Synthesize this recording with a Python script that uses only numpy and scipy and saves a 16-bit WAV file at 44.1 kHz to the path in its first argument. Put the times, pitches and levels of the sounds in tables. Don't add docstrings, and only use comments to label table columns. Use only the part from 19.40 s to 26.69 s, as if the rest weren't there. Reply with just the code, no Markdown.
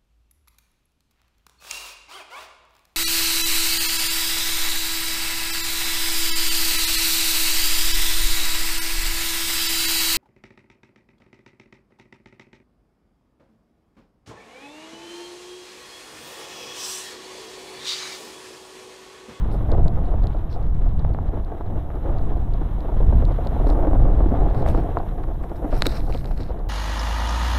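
import sys
import numpy as np
from scipy.fft import rfft, irfft, next_fast_len
from scipy.io import wavfile
from scipy.ndimage import uniform_filter1d, map_coordinates

SR = 44100
rng = np.random.default_rng(int(sys.argv[2]) if len(sys.argv) > 2 else 0)


def bounce(signal):
    frames = np.transpose(np.atleast_2d(signal))
    limited = np.clip(frames, -1, 1)
    pcm = np.round(limited * 32767).astype(np.int16)
    wavfile.write(sys.argv[1], SR, pcm)


N = 321489

# t/s, level/dB
WIND_LEVEL = [(0, -18.5), (.25, -19), (.45, -12.5), (.8, -21.5), (1.05, -18), (1.3, -21.5), (1.5, -17.5),
              (1.9, -20), (2.5, -24), (2.85, -21), (3.1, -18), (3.4, -23), (3.85, -16), (4.2, -18.5),
              (4.6, -14), (5.05, -15), (5.4, -18), (5.75, -20.5), (5.92, -24), (6.25, -23.5), (6.45, -17),
              (6.75, -24.5), (7.0, -23), (7.29, -25.5)]
# f/Hz, level per Hz/dB
WIND_COLOUR = [(4, 12), (9, -11.5), (30, 1), (70, -9.5), (150, -18.5), (260, -29), (600, -48),
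               (1500, -82.5), (3000, -120)]
# t/s, frame rumble level/dB, tyre level/dB, hiss level/dB
ROLLING_LEVELS = [(0.0, -40, -48, -71), (0.36, -34, -49, -69), (0.63, -37, -50.5, -72),
                  (1.54, -41.5, -53, -74.5), (1.93, -38, -53, -74), (2.25, -37.5, -53, -73),
                  (2.7, -33.5, -50.5, -70.5), (3.13, -39.5, -50.5, -71.5), (4.18, -33.5, -47, -67),
                  (4.41, -29.5, -49, -66.5), (4.69, -31.5, -49, -70), (5.26, -29.5, -47, -67.5),
                  (5.6, -32.5, -49.5, -68), (5.97, -40.5, -52.5, -70), (6.25, -33.5, -51, -66),
                  (6.58, -36, -47.5, -63.5), (6.8, -43, -60, -63), (7.07, -38.5, -53.5, -71),
                  (7.29, -40, -53, -72.5)]
# f/Hz, level per Hz/dB
TYRE_COLOUR = [(600, -26), (950, 1), (1400, -9.5), (1900, -14.5), (2400, -22), (3300, -20.5), (3950, -23),
               (4450, -37), (5500, -38), (7000, -42), (9000, -65.5)]
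# f/Hz, level per Hz/dB
HISS_COLOUR = [(4000, -33), (5500, -8.5), (7500, -12), (9000, -10.5), (10800, -5), (11900, -6),
               (13000, -2.5), (14000, -9), (15700, -18.5)]
# t/s, length/s, start f/Hz, end f/Hz, level/dB
SQUEAKS = [(.122, 0.017, 10500, 10600, -61), (6.343, .02, 10500, 10700, -60),
           (6.372, .025, 11200, 11900, -51)]
# t/s, level/dB, f/Hz
SNAP_RINGS = [(1.0975, -43, 2600), (4.0715, -37, 2600), (5.027, -49, 3000), (5.263, -33, 2100),
              (5.275, -32, 2400), (5.2877, -27.5, 3600), (5.2877, -30, 6000), (5.2877, -41, 8500),
              (5.298, -41, 3200), (5.299, -33, 11000), (5.2997, -37, 9500), (5.2996, -32, 2200),
              (5.3055, -42, 3300), (5.333, -44, 4000), (5.343, -46, 5000), (5.435, -45, 9000),
              (5.437, -34, 1500), (6.4218, -30, 9300), (6.4669, -23, 8240), (6.4218, -14, 5300),
              (6.4676, -12.5, 5650), (6.527, -35, 2100), (6.6043, -33, 2300), (6.7065, -43, 2600),
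              (6.725, -26.5, 2400), (6.74, -33, 4200), (6.747, -26.5, 3000), (6.81, -40, 2800)]
# t/s, length/s, low rasp level/dB, high rasp level/dB, wall level/dB, port level/dB
BRUSH_STROKES = [(0.11, 0.07, -64, -72, -66, -65), (1.099, 0.074, -58, -63.5, -76, -74),
                 (4.26, 0.088, -64, -64, -61, -64), (5.143, 0.11, -62, -72, -57, -66.5),
                 (5.253, 0.091, -65, -69, -46.5, -57.5), (5.33, 0.11, -68, -75, -51.5, -69),
                 (6.024, 0.037, -78, -80, -55, -68), (6.152, 0.029, -61, -70, -59, -64),
                 (6.3, 0.085, -71, -71, -46.5, -66), (6.339, .09, -61, -61, -51.5, -61),
                 (6.406, 0.096, -60, -63, -46, -58), (6.45, 0.03, -41.5, -55, -50.5, -58),
                 (6.469, 0.07, -49.5, -67, -48, -58), (6.498, 0.092, -53, -62, -47, -61),
                 (6.541, 0.059, -58, -53, -46, -60.5), (6.583, 0.048, -58, -66.5, -62, -66.5),
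                 (6.622, 0.078, -63, -72, -69, -69.5), (6.689, 0.044, -59, -68, -52, -63.5),
                 (6.725, 0.06, -55, -71, -46, -60.5), (6.77, 0.055, -58, -71, -53, -66),
                 (6.804, 0.18, -68, -77, -55.5, -70), (6.958, 0.057, -62, -73, -53, -66),
                 (6.997, 0.055, -57, -65, -53, -69), (7.03, 0.1, -67, -76, -57, -74)]
# f/Hz, width/Hz, level/dB
RASP_MODES = [(3900, 1100, 0), (5350, 1100, 0)]
# t/s, level/dB, wall level relative to the hit/dB
GRIT_TICKS = [(0.075, -54, -3), (0.115, -48, 10), (0.3177, -34.5, -15), (0.481, -35, -8), (0.655, -53, -7),
              (0.661, -53, 5), (0.839, -42, -13), (0.87, -34.5, -19), (0.823, -55, -5), (0.831, -53, -5),
              (0.9353, -54, -4), (0.94, -56, 1), (0.969, -54, -5), (1.128, -43, 1), (1.2273, -52, -4),
              (1.267, -56, -5), (1.3468, -51, 0), (1.5942, -42, -9), (1.7394, -50, 2), (1.8821, -53, 6),
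              (2.048, -48, -15), (2.7845, -45.5, 5), (3.137, -40.5, -9), (3.4057, -45, 7),
              (3.852, -36.5, -17), (3.921, -49, 1), (4.0503, -47, -12), (4.0713, -33.5, 1), (4.271, -41, 1),
              (4.3009, -35, -17), (4.8908, -49, 11), (5.101, -49, 0), (5.147, -46, 12), (5.151, -54, 8),
              (5.172, -54, 5), (5.208, -52, 5), (5.221, -45, -9), (5.587, -44, -10), (5.837, -53, 19),
              (6.0965, -54, 17), (6.308, -50, 0), (6.319, -50, 12), (6.378, -45, 0), (6.4077, -39, -6),
              (6.4172, -47, 5), (6.431, -40, 0), (6.447, -42, -5), (6.494, -35, -13), (6.573, -35, -5),
              (6.605, -41, -5), (6.668, -47, -12), (6.7249, -40, -5), (6.775, -37.5, -10),
              (6.844, -45.5, 16.5), (6.857, -36.5, -20), (6.9166, -50, 15), (6.977, -42, 8),
              (7.004, -43, 11), (7.0084, -40, -13), (7.021, -44, -12), (7.0328, -38.5, -9),
              (7.0645, -51, 11), (7.0903, -51, -5), (7.084, -53, -5), (7.1144, -53, -3), (7.1916, -52, -8)]
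# t/s, level/dB, wall and port levels relative to the hit/dB, 60 dB fall time/s
TWIG_CRACKS = [(6.4212, -10, 4, -27, .0003), (6.4569, -27, 15, -35, .0003), (6.4657, -32, 14, -24, .0003),
               (6.467, -17, 0, -4, .0025), (6.4675, -18, -15, -20, .0003), (6.468, -16, -15, -20, .0003)]
# f/Hz, width/Hz, level/dB
CAVITY_MODES = [(3980, 650, 8), (5250, 1100, -1.5), (6700, 2000, -5)]
# f/Hz, width/Hz, level/dB
WALL_MODES = [(600, 400, 2.5), (1410, 610, 7), (2930, 2300, -0.5)]
# f/Hz, width/Hz, level/dB
PORT_MODES = [(8500, 1500, 2), (10800, 1500, -4), (12900, 1500, 1)]
# t/s, level/dB, bright part relative to the blow/dB
TUBE_KNOCKS = [(0.321, -25, -23), (0.739, -31, -23), (1.647, -15.5, -15), (1.746, -17.5, -14),
               (1.786, -19, -28), (2.208, -20, -24), (2.502, -22.5, -13), (2.659, -30, -23),
               (3.446, -40, -18), (3.724, -17, -21), (4.064, -33, -13), (4.267, -21, -20), (4.51, -19, -20),
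               (4.531, -15, -21), (4.55, -33, -22), (5.226, -26, -23), (5.261, -10.5, -14),
               (5.347, -16, -39), (5.5691, -8, -35), (5.572, -17.5, -26), (5.839, -34.5, -5.5),
               (6.038, -26, -11), (6.117, -34, -23), (6.909, -21.5, -14.5), (7.107, -25, -20)]
# f/Hz, width/Hz, level/dB
TUBE_MODES = [(713, 405, 4), (1150, 660, 2.5)]
# t/s, level/dB, low resonance relative to the jolt/dB
LARGE_JOLTS = [(0.053, -19.5, -19), (0.087, -19.5, -15), (0.143, -17, -6.5), (0.312, -18, -10),
               (0.322, -10.5, -22), (0.333, -20, 2.5), (0.37, -19.5, -18), (0.382, -16, -4.5),
               (0.458, -16, -6), (0.58, -17, -20), (0.739, -17.5, -8), (0.947, -17.5, -9),
               (1.161, -20, -11), (1.934, -25, 10), (1.971, -20.5, -8), (2.261, -26, -4), (2.658, -19, -15),
               (2.694, -15, -4), (2.737, -32, -10), (3.215, -20.5, 2), (3.446, -17.5, -10),
               (3.491, -18.5, -14), (3.603, -14.5, -21), (3.727, -15.5, -16), (3.823, -12.5, -24),
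               (3.986, -12.5, -13), (4.063, -16.5, -14), (4.118, -20, -8), (4.148, -16.5, -21),
               (4.163, -16, -21), (4.211, -27.5, 15.5), (4.268, -16.5, 8), (4.349, -13, -2.5),
               (4.389, -14, -18), (4.449, -9.5, -5), (4.471, -10, 2.5), (4.511, -20, 4), (4.531, -23, 12),
               (4.597, -15.5, -7), (4.653, -17, -9), (4.806, -14.5, -7), (4.86, -20, 12), (4.919, -18, 9.5),
               (5.146, -12, -2), (5.225, -14, -25), (5.2748, -12, -24), (5.282, -16, -19), (5.345, -14, -2),
               (5.512, -21, -15), (5.573, -29, -11), (6.038, -18.5, -12), (6.115, -19.5, 2),
               (6.227, -20, -14), (6.244, -17.5, 6.5), (6.278, -29.5, 7.5), (6.327, -8.5, -4),
               (6.464, -14.5, 6), (6.697, -15.5, -8), (6.748, -15.5, -2.5), (6.851, -20, -10),
               (7.002, -29.5, 11), (7.104, -18, -22), (7.2, -23, -26)]
# f/Hz, width/Hz, level/dB
FRAME_MODES = [(296.8, 62, 0.5), (495, 192, -4), (692, 94.5, 0), (858, 137, -7.5)]
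# f/Hz, width/Hz, level/dB
LOOSE_PART_MODES = [(1113, 270, 6.5), (1988, 960, -14.5)]

TOP_HZ = 15800
GUST_DB, GUSTS_PER_S = 2.5, 6
SNAP_CYCLES = 4
STROKE_RISE, STROKE_FALL = .8, 1.2
CATCHES_PER_S, CATCH_DB, CATCH_SPREAD_DB = 500, 11, 3.5
FINE_TICKS, FINE_TICK_DB = 8, -55
TICK_PORT_DB, TICK_T60_S = -26, .00025
SMALL_JOLTS = 14
SMALL_JOLT_DB, SMALL_SPREAD_DB = 4.5, 2.5
JOLT_T60_S = 0.072
KICK_DB = 1


def amp(db):
    return 10 ** (np.asarray(db) / 20)


def unit(x):
    return x / np.sqrt(np.mean(x ** 2) + 1e-20)


def curves(rows):
    times, *columns = np.transpose(rows)
    return [np.interp(np.arange(N) / SR, times, column) for column in columns]


def wobble(rate):
    points = rng.standard_normal(int(N * rate / SR) + 4)
    return map_coordinates(points, [np.arange(N) * rate / SR])


def filtered(x, response):
    size = next_fast_len(N + SR // 2)
    spectrum = rfft(x, size) * response(np.fft.rfftfreq(size, 1 / SR))
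    return irfft(spectrum, size)[:N]


def noise(colour):
    f, db = np.transpose(colour)

    def response(hz):
        return amp(np.interp(np.log(hz + 1), np.log(f + 1), db, -120, -120))

    return unit(filtered(rng.standard_normal(N), response))


def ring(x, modes):
    def response(f):
        total = 0
        for k, (centre, width, db) in enumerate(modes):
            resonance = 1j * f * width / (centre * centre - f * f + 1j * f * width)
            total = total + (-1) ** k * amp(db) * resonance
        return total

    return filtered(x, response)


def dull(x, corner_hz, order):
    return filtered(x, lambda hz: (1 + 1j * hz / corner_hz) ** -order)


def add(track, s, burst):
    part = track[round(s * SR):][:len(burst)]
    part += burst[:len(part)]


def wind():
    level_db, = curves(WIND_LEVEL)
    pressure = unit(np.tanh(0.27 * noise(WIND_COLOUR)))
    return amp(level_db + GUST_DB * wobble(GUSTS_PER_S)) * pressure


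def squeaks():
    track = np.zeros(N)
    for s, length, from_hz, to_hz, db in SQUEAKS:
        n = round(length * SR)
        rough = unit(uniform_filter1d(rng.standard_normal(n), size=40))
        phase = 2 * np.pi * np.cumsum(np.linspace(from_hz, to_hz, n)) / SR
        swell = np.hanning(n) ** .5
        add(track, s, amp(db + 2.5) * swell * rough * np.sin(phase))
    return track


def snap_rings():
    track, t = np.zeros(N), np.arange(400) / SR
    for s, db, hz in SNAP_RINGS:
        fade = amp(db + 5.5 - 30 * t * hz / SNAP_CYCLES)
        onset = 1 - np.exp(-2 * t * hz)
        add(track, s, fade * np.sin(2 * np.pi * hz * t) * onset)
    return track


def brush():
    roughness = amp(1.2 * wobble(90) + 1.5 * wobble(250) + 2.4 * wobble(1100))
    scratches = rng.standard_normal(N) * roughness
    catches = rng.random(N) < CATCHES_PER_S / SR
    catch_db = CATCH_DB + CATCH_SPREAD_DB * rng.exponential(size=N).clip(0, 3)
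    scratches += catches * rng.choice([-1, 1], N) * amp(catch_db)

    rasps = [(-1) ** k * ring(ring(scratches, [mode]), [mode]) for k, mode in enumerate(RASP_MODES)]
    wall = dull(ring(scratches, WALL_MODES), 4300, order=2)
    port = ring(ring(scratches, PORT_MODES), [(9500, 6000, 0)])

    pressure = np.zeros((4, N))
    for s, length, *levels_db in BRUSH_STROKES:
        u = np.linspace(0, 1, round(length * SR))
        swell = u ** STROKE_RISE * (1 - u) ** STROKE_FALL
        for track, db in zip(pressure, levels_db):
            add(track, s, amp(db) * swell / swell.max())
    return sum(gain * unit(body) for gain, body in zip(pressure, [*rasps, wall, port]))


def ticks():
    cavity_push, wall_push, port_push = np.zeros((3, N))
    t = np.arange(256) / SR
    fine = [(s, FINE_TICK_DB + rng.normal(0, 1.9), 0) for s in rng.random(FINE_TICKS) * N / SR]
    hits = [(*tick, TICK_PORT_DB, TICK_T60_S) for tick in GRIT_TICKS + fine] + TWIG_CRACKS
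    for s, db, wall_db, port_db, t60 in hits:
        rough = np.clip(t60 / 0.001, 0, 1.5)
        push = amp(-60 * t / t60) * (1 + rough * rng.standard_normal(len(t)))
        push = amp(db) * push / np.linalg.norm(push)
        for track, share_db in ((cavity_push, 0), (wall_push, wall_db), (port_push, port_db)):
            add(track, s + .0004, amp(share_db) * push)
    cavity = amp(18) * dull(ring(cavity_push, CAVITY_MODES), 11000, order=2)
    wall_ring = amp(12.5) * dull(ring(wall_push, WALL_MODES), 4300, order=3)
    bare_push = amp(-2.0) * dull(wall_push, 4600, order=2)
    port = amp(20.0) * ring(port_push, PORT_MODES)
    return cavity + wall_ring + bare_push + port


def tyres():
    _, tyre_db, hiss_db = curves(ROLLING_LEVELS)
    grit = amp(1.5 * wobble(25) + 1.56 * wobble(150))
    tread = amp(tyre_db) * unit(grit * noise(TYRE_COLOUR))
    hiss = amp(hiss_db + 0.73 * wobble(27)) * noise(HISS_COLOUR)
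    return tread + hiss


def knocks():
    blows, taps = np.zeros((2, N))
    blow, tap = .7 * np.hanning(25), np.hanning(15)
    for s, db, bright_db in TUBE_KNOCKS:
        for delay, hit_db in ((.0012, 2), (.0034, -26)):
            add(blows, s + delay, amp(db + hit_db) * blow)
            add(taps, s + delay, amp(db + hit_db + bright_db) * tap)
    tube = amp(8.5) * ring(blows, TUBE_MODES)
    loose_parts = amp(22.0) * ring(taps, LOOSE_PART_MODES)
    return dull(tube + loose_parts, 2600, order=3)


def frame_rumble(rumble_db):
    stones = amp(2.12 * wobble(20) + 1.91 * wobble(60) + 2.5 * wobble(160))
    rumble = unit(dull(ring(stones * rng.standard_normal(N), FRAME_MODES), 1200, order=2))
    chatter = unit(dull(ring(stones * rng.standard_normal(N), LOOSE_PART_MODES), 2000, order=2))
    return amp(rumble_db) * (rumble + amp(-16.5) * chatter)


def frame_jolts(rumble_db):
    bodies = FRAME_MODES[1:], FRAME_MODES[:1], LOOSE_PART_MODES
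    shaking = np.array([ring(rng.standard_normal(N), modes) for modes in bodies])
    kick = np.array([ring(np.arange(N) == 0, modes)[:SR // 8] for modes in bodies])
    kick /= np.abs(kick).max(axis=1, keepdims=True)

    small = []
    starts = rng.integers(N, size=SMALL_JOLTS)
    for at, (size, low) in zip(starts, rng.standard_normal((SMALL_JOLTS, 2))):
        db = rumble_db[at] + SMALL_JOLT_DB + SMALL_SPREAD_DB * size
        small.append((at / SR, db, -3 + 5 * low))

    track, t = np.zeros(N), np.arange(SR // 8) / SR
    shape = amp(-60 * t / JOLT_T60_S) * (1 - np.exp(-t / 0.0011)) ** 2
    for s, db, low_db in LARGE_JOLTS + small:
        moment = round(s * SR) + np.arange(len(t))
        shudder = shape * np.take(shaking, moment, axis=1, mode="wrap")
        shudder /= np.abs(shudder).max(axis=1, keepdims=True)
        middle, low, clack = shudder + amp(KICK_DB) * rng.choice([-1, 1]) * kick
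        add(track, s, amp(db - 6.0) * (middle + amp(low_db) * low + amp(-10.5) * clack))
    return dull(track, 1193, order=3)


def frame():
    rumble_db = curves(ROLLING_LEVELS)[0]
    return frame_rumble(rumble_db) + frame_jolts(rumble_db)


def scene():
    surroundings = wind() + squeaks() + snap_rings() + brush()
    bicycle = ticks() + tyres() + knocks() + frame()
    return (surroundings + bicycle)[None]


def record(dry):
    return filtered(dry[0], lambda hz: hz < TOP_HZ)[None]


dry = scene()
out = record(dry)
bounce(out)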